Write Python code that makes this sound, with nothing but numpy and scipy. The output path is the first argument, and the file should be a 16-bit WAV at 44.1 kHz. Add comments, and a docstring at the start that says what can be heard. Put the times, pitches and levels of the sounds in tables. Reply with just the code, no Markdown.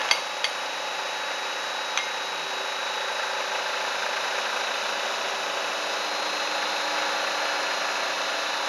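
"""A small workshop, where a vertical milling machine runs a face mill over a piston.
The head's gears drone, sing and clatter in a pattern that comes round with the spindle. Once a turn
the cutter bites and tears off a chip, over a steady scrape and hiss. The motor's inverter whines near
4 kHz, and a few sharp metal clicks ring out early on. The balance shifts as a hand-held microphone
sinks from the head to the cutter."""
import sys
import numpy as np
from scipy import signal
from scipy.fft import rfft, irfft, next_fast_len
from scipy.io import wavfile
from scipy.ndimage import uniform_filter1d, minimum_filter1d, map_coordinates

SR = 44100
rng = np.random.default_rng(int(sys.argv[2]) if len(sys.argv) > 2 else 0)


def store_pcm(level_fs):
    """Save levels as 16-bit WAV."""
    pcm = np.round(np.clip(level_fs, -1, 1) * 32767).astype(np.int16)
    wavfile.write(sys.argv[1], SR, np.atleast_2d(pcm).T)


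N = 382788

SPINDLE_HZ, CARRIER_HZ, SUPPLY_HZ = 27.68, 3999, 50.85
SINK_START_S, SINK_END_S = 2.25, 5.7  # the microphone moves from head to cutter
FADES_PER_S = 2.95  # tones swell and fade as it drifts through the room's standing waves
TIGHT_SPOT_TURNS, THUMP_HZ, THUMP_S = .25, 555, .0045  # the teeth bind hardest at this angle

# Reverberation of the room: frequency_hz, t60_s
ROOM_DECAY = [(200, 0.27), (2000, 0.21), (6000, 0.59), (12000, 0.15)]
# Contacts on a steel part and on a duller, heavier one: start_s, level_db, ring_gain_db, t60_ratio
STEEL_HITS = [(.1117, -10.5, 2, 1.07), (.4432, -17.5, 2.5, 0.93), (.4495, -25, 6, 1.1)]
DULL_HITS = [(.016, -25, -15, 0.5), (.089, -23, -13.5, 0.5), (1.9746, -14, 2, 1), (1.988, -23, -10, 1)]
# Modes of those two parts: pitch_hz, level_db, t60_s
STEEL_MODES = [(2107, -6.5, 0.032), (2170, -19, 0.23), (2690, -12, 0.021), (2940, -10, 0.027),
               (3290, -3.5, 0.033), (4560, -2.5, 0.028), (4680, -3.5, 0.03), (4603, -33, 0.75),
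               (5080, -29, .12), (5940, -14.5, 0.06), (6160, -18, 0.11), (9560, -38, 0.45),
               (9650, -23, 0.08), (11660, -36, .25)]
DULL_MODES = [(1016, -24, 0.3), (1180, -26, 0.3), (1400, -13, 0.025), (2130, -17, 0.65), (2480, -10, 0.028),
              (2720, -7, 0.028), (3150, -16, 0.025), (5400, -16, 0.033), (6160, -10, 0.04)]
# Spectral envelopes of the noises: frequency_hz, relative_density_db
CRACK_SPECTRUM = [(60, -48), (150, -30), (400, -12), (800, 5.5), (2000, 4.5), (3200, 8.5), (5000, -13),
                  (6500, -3), (8000, -26.5), (10700, -23), (15000, -54)]
DRONE_SPECTRUM = [(25, -45), (70, -52), (110, -28), (150, -23), (205, -4.5), (270, -8), (330, -5.5),
                  (400, 2), (470, -2.5), (560, 4.5), (800, -39)]
CLATTER_SPECTRUM = [(300, -44), (440, -17), (520, -5.5), (630, -2), (710, -2.5), (860, -0.5), (1030, -1.5),
                    (1250, -1), (1450, 0), (1720, -3), (1850, -7), (2300, -5.5), (3200, -13), (5000, -54)]
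SCRAPE_SPECTRUM = [(500, -53), (1500, 0.5), (1900, 3.5), (2150, -4), (2400, 0), (2630, 4.5), (2820, 3),
                   (2930, 7), (3150, -5.5), (3400, -2.5), (3630, -0.5), (4000, -9), (4400, -24),
                   (6000, -67.5)]
HISS_SPECTRUM = [(1500, -37), (3500, 1), (4250, 0), (4550, 1.5), (5000, 2.5), (6300, 0), (7000, -4.5),
                 (7500, -14.5), (7900, -31), (8400, -20.5), (9600, -19.5), (10700, -10.5), (12000, -20.5),
                 (13500, -24.5), (15000, -58)]
# Resonances of housing, dragging edge, tearing chip and cutter: pitch_hz, width_hz, relative_db
HOUSING_MODES = [(498, 28, -4.5), (632, 47, -1), (788, 54, -1.5), (877, 94, 0.5)]
RASP_MODES = [(3620, 58, -1.5), (3716, 63, -2), (3970, 110, -3)]
CHIP_MODES = [(1390, 130, -4.5), (1593, 95, -0.5), (1725, 62, -1.5), (1895, 67, -2.5)]
CUTTER_MODES = [(2365, 72, -9), (2608, 59, 7), (2932, 43, -1), (3740, 290, -8)]
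# Strong outer sidebands of the inverter: time_s, lower_db, upper_db
SIDEBAND_LEVELS = [(0.5, -42.5, -51), (1.8, -39, -49), (2.45, -39.5, -49), (3.05, -38.5, -51),
                   (3.65, -44.5, -46.5), (4.5, -41.5, -48.5), (5.6, -43, -51), (6.2, -41, -39),
                   (6.9, -41.5, -41), (7.7, -44, -40.5), (8.68, -42.5, -44.5)]
# Gear tones, on the nearest whole order: cycles_per_turn, idle_db, near_gain_db, gain_per_surge_db
GEAR_ORDERS = [(10, -65.5, -2.5, 4.5), (14.2, -51.5, -1, -1.5), (18.8, -65, 3, -4), (22, -69, -7, -2),
               (23.8, -63, 13, 2), (35.4, -58.5, 8.5, 6.5), (41.6, -58.5, 4, 8), (62, -56, 3, 8)]
# Gear tones that vary most as the microphone moves: time_s, then level_db for each swelling order
SWELL_LEVELS = [(0.2, -64.5, -59, -79, -48, -45), (0.9, -65, -60, -80, -52, -41),
                (2.3, -63.5, -57.5, -66, -55, -45.5), (3.3, -66, -63, -54, -52, -43),
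                (4.0, -63.5, -56.5, -60, -52, -45), (4.6, -67, -56.5, -56, -46, -57),
                (5.35, -60.5, -55, -58, -53, -55), (6.2, -67, -50.5, -61, -44, -62),
                (7.051, -66.5, -51.5, -55, -37, -54), (7.7, -70.5, -52, -56, -49, -56),
                (8.2, -67, -54, -63, -45, -54), (8.68, -71, -53.5, -52, -41, -47)]
SWELLING_ORDERS = (6, 11, 20, 30, 31)
# How loud and throbbing the machine is, a brief loud start, then swells with the cut: time_s, surge_ratio
SURGE = [(0, 1.38), (0.3, 0.32), (1.35, 0.61), (2.4, 0.4), (3.2, 0.58), (4.4, 0.8), (5.55, 0.37),
         (7.1, 0.81), (7.8, 0.79), (8.68, 0.48)]
# Lag behind an even speed as the cut drags on the spindle: time_s, lag_turns
LAG_TURNS = [(0, -.035), (3.3, 0), (4.8, .04), (5.7, .005), (8.68, -.035)]
# Slow envelopes of thump, rasp and chip growl: time_s, level_db
THUMP_ENVELOPE = [(0, -43), (0.6, -43.5), (2.3, -43), (3.3, -39), (4.6, -41.5), (5.6, -43), (7.2, -41.5),
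                  (8.68, -43.5)]
RASP_ENVELOPE = [(0, -65), (3.4, -43.5), (4.2, -43), (4.95, -41), (5.7, -49.5), (6.8, -41), (7.8, -47),
                 (8.4, -40)]
CHIP_ENVELOPE = [(0, -60), (1.4, -41.5), (2.4, -48), (3.2, -39), (4.3, -39), (5.5, -52), (7.3, -41),
                 (8.68, -45)]


def amp(db):
    """Amplitude grows tenfold every 20 dB."""
    return np.exp(np.asarray(db) * (np.log(10) / 20))


def unit(x):
    """Normalisation to rms 1."""
    return x / np.sqrt(np.mean(x ** 2) + 1e-20)


def along(points, hz):
    """Interpolation on a logarithmic frequency axis."""
    known_hz, values = np.transpose(points)
    return np.interp(np.log(hz + 1), np.log(known_hz + 1), values)


def seconds():
    """Uniform sampling: the time of every sample."""
    return np.arange(N) / SR


def curves(rows):
    """Linear interpolation in time: one curve for each column after the first."""
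    time_s, *columns = np.transpose(rows)
    return [np.interp(seconds(), time_s, column) for column in columns]


def wobble(rate):
    """Smooth random modulation: a spline through rate Gaussian knots a second."""
    knots = rng.standard_normal(int(N * rate / SR) + 4)
    coarse = np.arange(0, N, 32)
    return np.interp(np.arange(N), coarse, map_coordinates(knots, [coarse * rate / SR]))


def filtered(x, response):
    """Linear filtering multiplies the spectrum by a frequency response."""
    size = next_fast_len(len(x) + SR // 4)
    return irfft(rfft(x, size) * response(np.fft.rfftfreq(size, 1 / SR)), size)[:len(x)]


def coloured(x, spectrum):
    """Source and filter: x shaped by a spectral envelope, at rms 1."""
    return unit(filtered(x, lambda hz: amp(along(spectrum, hz))))


def shaken(force, modes):
    """Forced vibration: a sum of steep-skirted resonances answers the force, at rms 1."""
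    peak = lambda f, hz, width: (1j * f * width / (hz * hz - f * f + 1j * f * width)) ** 2
    response = lambda f: sum(amp(db) * peak(f, hz, 2 * width) for hz, width, db in modes)
    return unit(filtered(force, response))


def level(idle_db, near_db, surge_db):
    """Gains add in decibels: the idle level, near_db down at the cutter, surge_db per unit of surge."""
    nearness = np.clip((seconds() - SINK_START_S) / (SINK_END_S - SINK_START_S), 0, 1)
    return amp(idle_db + near_db * nearness + surge_db * curves(SURGE)[0])


def roughness(cycles, count=5, size=4096):
    """Periodic roughness, drifting through count shapes as the listening angle changes."""
    shapes = irfft(np.exp(2j * np.pi * rng.random((count, size // 8))), size)
    spot = (cycles * size).astype(int) % size
    drift = np.linspace(0, count - 1, N, endpoint=False)
    k = drift.astype(int)
    return unit(np.sqrt(k + 1 - drift) * shapes[k, spot] + np.sqrt(drift - k) * shapes[k + 1, spot])


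def rubbing(turns, spindle_db, half_speed_db):
    """Friction: wear patterns repeat with the spindle and a half-speed shaft, over noise at 0 dB."""
    worn = amp(spindle_db) * roughness(turns) + amp(half_speed_db) * roughness(turns / 2)
    return worn + rng.standard_normal(N)


def turn_pulses(turns, start_turns, sharpness, scatter_db):
    """Periodic forcing: a pulse rises and dies once a turn, each time at a new strength."""
    since = turns - start_turns + 1
    strength = amp(scatter_db * np.clip(rng.standard_normal(N // 1000), -1.5, 1.5))
    age = since % 1 * sharpness
    return strength[since.astype(int)] * age * np.exp(1 - age)


def reverberation(x):
    """Convolution with the room's diffuse tail, which lasts longest near 6 kHz."""
    hz, t, noise = signal.stft(rng.standard_normal(SR // 2), SR, nperseg=256)
    decay = amp(-60 * t / along(ROOM_DECAY, hz)[:, None])
    tail = signal.istft(noise * decay, SR, nperseg=256)[1]
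    return signal.fftconvolve(x, np.pad(tail, (SR // 200, 0)) / np.linalg.norm(tail))[:N]


def clicks(hits, modes, crack_db, crack_t60_s):
    """Free vibration after impact: a short crack, then damped modes that beat as they fade."""
    ringing, cracks = np.zeros((2, N + SR))
    t = np.arange(SR // 2) / SR
    attack = 1 - np.exp(-(t / 0.00023) ** 2)

    def beating(hz):
        tone = np.sin(2 * np.pi * (hz * t + rng.random()))
        return tone * (1 + 0.48 * np.sin(2 * np.pi * (rng.uniform(20, 39) * t + rng.random())))

    for start_s, db, ring_db, t60_ratio in hits:
        ring = sum(amp(mode_db + rng.normal(0, 1) - 60 * t / (t60_ratio * t60_s)) * beating(hz)
                   for hz, mode_db, t60_s in modes)
        crack = amp(crack_db - 60 * t / crack_t60_s) * rng.standard_normal(len(t))
        start = round(start_s * SR)
        ringing[start:][:len(t)] += amp(db + ring_db) * ring * attack
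        cracks[start:][:len(t)] += amp(db) * crack
    return ringing[:N] + filtered(cracks[:N], lambda hz: amp(along(CRACK_SPECTRUM, hz)))


def inverter(inner_gain_db, overtone_db, fade_db):
    """Modulation: the windings sing in two sideband pairs of the carrier, and faintly near its octave."""
    tone = lambda hz: np.sqrt(2) * np.sin(2 * np.pi * hz * seconds() + 0.087 * wobble(11))
    sideband = lambda k, db: amp(db) * tone(CARRIER_HZ + k * SUPPLY_HZ)
    lower_db, upper_db = curves(SIDEBAND_LEVELS)
    outer = sideband(-3, lower_db) + sideband(3, upper_db)
    inner = sum(sideband(k, db + inner_gain_db + fade_db * wobble(FADES_PER_S))
                for k, db in ((-1, lower_db), (0.99, upper_db)))
    return outer + inner + amp(overtone_db) * tone(2 * (CARRIER_HZ + SUPPLY_HZ))


def gear_tones(turns, fade_db, flutter_db):
    """Tooth meshing sounds spindle harmonics; those near the thump's pitch add in phase with it."""
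    since = turns - TIGHT_SPOT_TURNS

    def tone(order):
        flutter = amp(flutter_db * wobble(16))
        offset_cycles = .02 * (order - THUMP_HZ / SPINDLE_HZ) * rng.standard_normal()
        phase = 2 * np.pi * (round(order) * since + offset_cycles) + 0.48 * wobble(12)
        return np.sqrt(2) * flutter * np.sin(phase)

    meshing = sum(level(idle_db, near_db, surge_db) * amp(fade_db * wobble(FADES_PER_S)) * tone(order)
                  for order, idle_db, near_db, surge_db in GEAR_ORDERS)
    swelling = sum(amp(db) * tone(order) for order, db in zip(SWELLING_ORDERS, curves(SWELL_LEVELS)))
    return meshing + swelling


def thump(turns, scatter_db):
    """A Gaussian tone burst: the housing thumps as the teeth bind at each turn's tight spot."""
    offset_s = ((turns - TIGHT_SPOT_TURNS + .5) % 1 - .5) / SPINDLE_HZ
    phase = 2 * np.pi * THUMP_HZ * offset_s + 0.34 * wobble(SPINDLE_HZ)
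    burst = np.exp(-(offset_s / THUMP_S) ** 2) * np.sin(phase)
    return amp(curves(THUMP_ENVELOPE)[0]) * unit(burst * amp(scatter_db * wobble(SPINDLE_HZ)))


def head_drive(turns, throb, rattle, sway):
    """Structure-borne sound: worn surfaces drone, clatter and shake the housing, throbbing each turn."""
    teeth = rubbing(turns, spindle_db=-5.5, half_speed_db=-10)
    rumble = rubbing(turns, spindle_db=-3.5, half_speed_db=-4)
    shaking = rubbing(turns, spindle_db=-12.5, half_speed_db=-8.5)
    drone = coloured(rumble * (1 + 0.15 * throb), DRONE_SPECTRUM)
    housing = shaken(shaking * (1 + 0.48 * throb), HOUSING_MODES)
    clatter = coloured(teeth * (1 + .5 * throb) * amp(0.57 * rattle + 0.4 * sway), CLATTER_SPECTRUM)
    return (level(idle_db=-50.5, near_db=3.9, surge_db=3.3) * drone
            + level(idle_db=-44.5, near_db=1.1, surge_db=3.6) * housing
            + level(idle_db=-35.5, near_db=2.43, surge_db=3.55) * clatter)


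def cutting_friction(turns, throb, rattle, sway):
    """Friction noise: the cutter scrapes and hisses, amplitude-modulated by throb and rattle."""
    contact = rubbing(turns, spindle_db=-3, half_speed_db=-7.5) * (1 + 0.055 * throb)
    scrape = coloured(contact * amp(0.5 * rattle + 0.21 * sway), SCRAPE_SPECTRUM)
    noise = rng.standard_normal(N) * (1 + 0.22 * throb)
    hiss = coloured(noise * amp(0.35 * rattle + 0.19 * wobble(30)), HISS_SPECTRUM)
    return (level(idle_db=-41, near_db=0.76, surge_db=3.1) * scrape
            + level(idle_db=-41, near_db=2.27, surge_db=1.7) * hiss)


def edge_rasp(turns, steady_drag):
    """Friction excites narrow resonances as the edge drags over the piston, hardest once a turn."""
    drag = steady_drag + turn_pulses(turns, start_turns=0.14, sharpness=5, scatter_db=-0.5)
    return amp(curves(RASP_ENVELOPE)[0]) * shaken(drag * rng.standard_normal(N), RASP_MODES)


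def chip_growl(turns):
    """Resonances under uneven forcing: the chip tears off with a rough growl after each bite."""
    pull = turn_pulses(turns, start_turns=.27, sharpness=8, scatter_db=2.5)
    tearing = pull * amp(3 * np.clip(wobble(350), -2, 2))
    force = tearing * rubbing(turns, spindle_db=-3.5, half_speed_db=-7.5)
    return amp(curves(CHIP_ENVELOPE)[0]) * shaken(force, CHIP_MODES)


def cutter_bites(turns, start_turns, scatter_s, scatter_db, crunch_db):
    """Impulse excitation: one strike a turn and the crunch of breaking chip ring the cutter's modes."""
    each_turn = np.arange(int(turns[-1]))
    timing, strength = np.clip(rng.standard_normal((len(each_turn), 2)), -2, 2).T
    strike_s = np.interp(each_turn + start_turns, turns, seconds()) + scatter_s * timing
    strikes = np.bincount(np.clip(strike_s * SR, 0, N - 1).astype(int), amp(scatter_db * strength), N)
    crunch = turn_pulses(turns, start_turns, sharpness=21, scatter_db=2) * rng.standard_normal(N)
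    force = unit(strikes) + amp(crunch_db) * unit(crunch)
    return level(idle_db=-47.5, near_db=4.3, surge_db=2.5) * shaken(force, CUTTER_MODES)


def scene():
    """Superposition: clicks and their reverberation, the whine, and drive and cut locked to the spindle."""
    turns = SPINDLE_HZ * seconds() - curves(LAG_TURNS)[0]
    turns += .004 * wobble(0.98) + 0.0013 * wobble(14)  # the belt lets the speed waver
    metal = clicks(STEEL_HITS, STEEL_MODES, crack_db=2, crack_t60_s=0.032)
    metal += clicks(DULL_HITS, DULL_MODES, crack_db=5.5, crack_t60_s=0.015)
    whine = inverter(inner_gain_db=-13.5, overtone_db=-84, fade_db=1.5)
    echo = amp(-12.5) * reverberation(metal)
    peaks = turn_pulses(turns, start_turns=0.32, sharpness=10.7, scatter_db=7)
    throb = 0.49 * curves(SURGE)[0] * peaks
    rattle = np.clip(wobble(170), -2, 2)  # backlash lets the teeth rattle
    sway = wobble(22)  # a slower flicker in level
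    drive = head_drive(turns, throb, rattle, sway)
    cut = cutting_friction(turns, throb, rattle, sway)
    drive += gear_tones(turns, fade_db=2.5, flutter_db=2.2) + thump(turns, scatter_db=1.5)
    cut += cutter_bites(turns, start_turns=.195, scatter_s=.0005, scatter_db=2, crunch_db=-9)
    cut += chip_growl(turns) + edge_rasp(turns, steady_drag=0.62)
    return (echo + metal + whine + drive + cut)[None]


def record(dry):
    """Peak and band limiting: the gain ducks smoothly around peaks, then the top treble is cut."""
    ceiling, window_samples, top_hz = .86, 64, 15200
    needed = np.minimum(1, ceiling / (np.abs(dry[0]) + 1e-9))
    gain = uniform_filter1d(minimum_filter1d(needed, 2 * window_samples + 1), window_samples)
    return filtered(dry[0] * gain, lambda hz: hz < top_hz)[None]


dry = scene()
out = record(dry)
store_pcm(out)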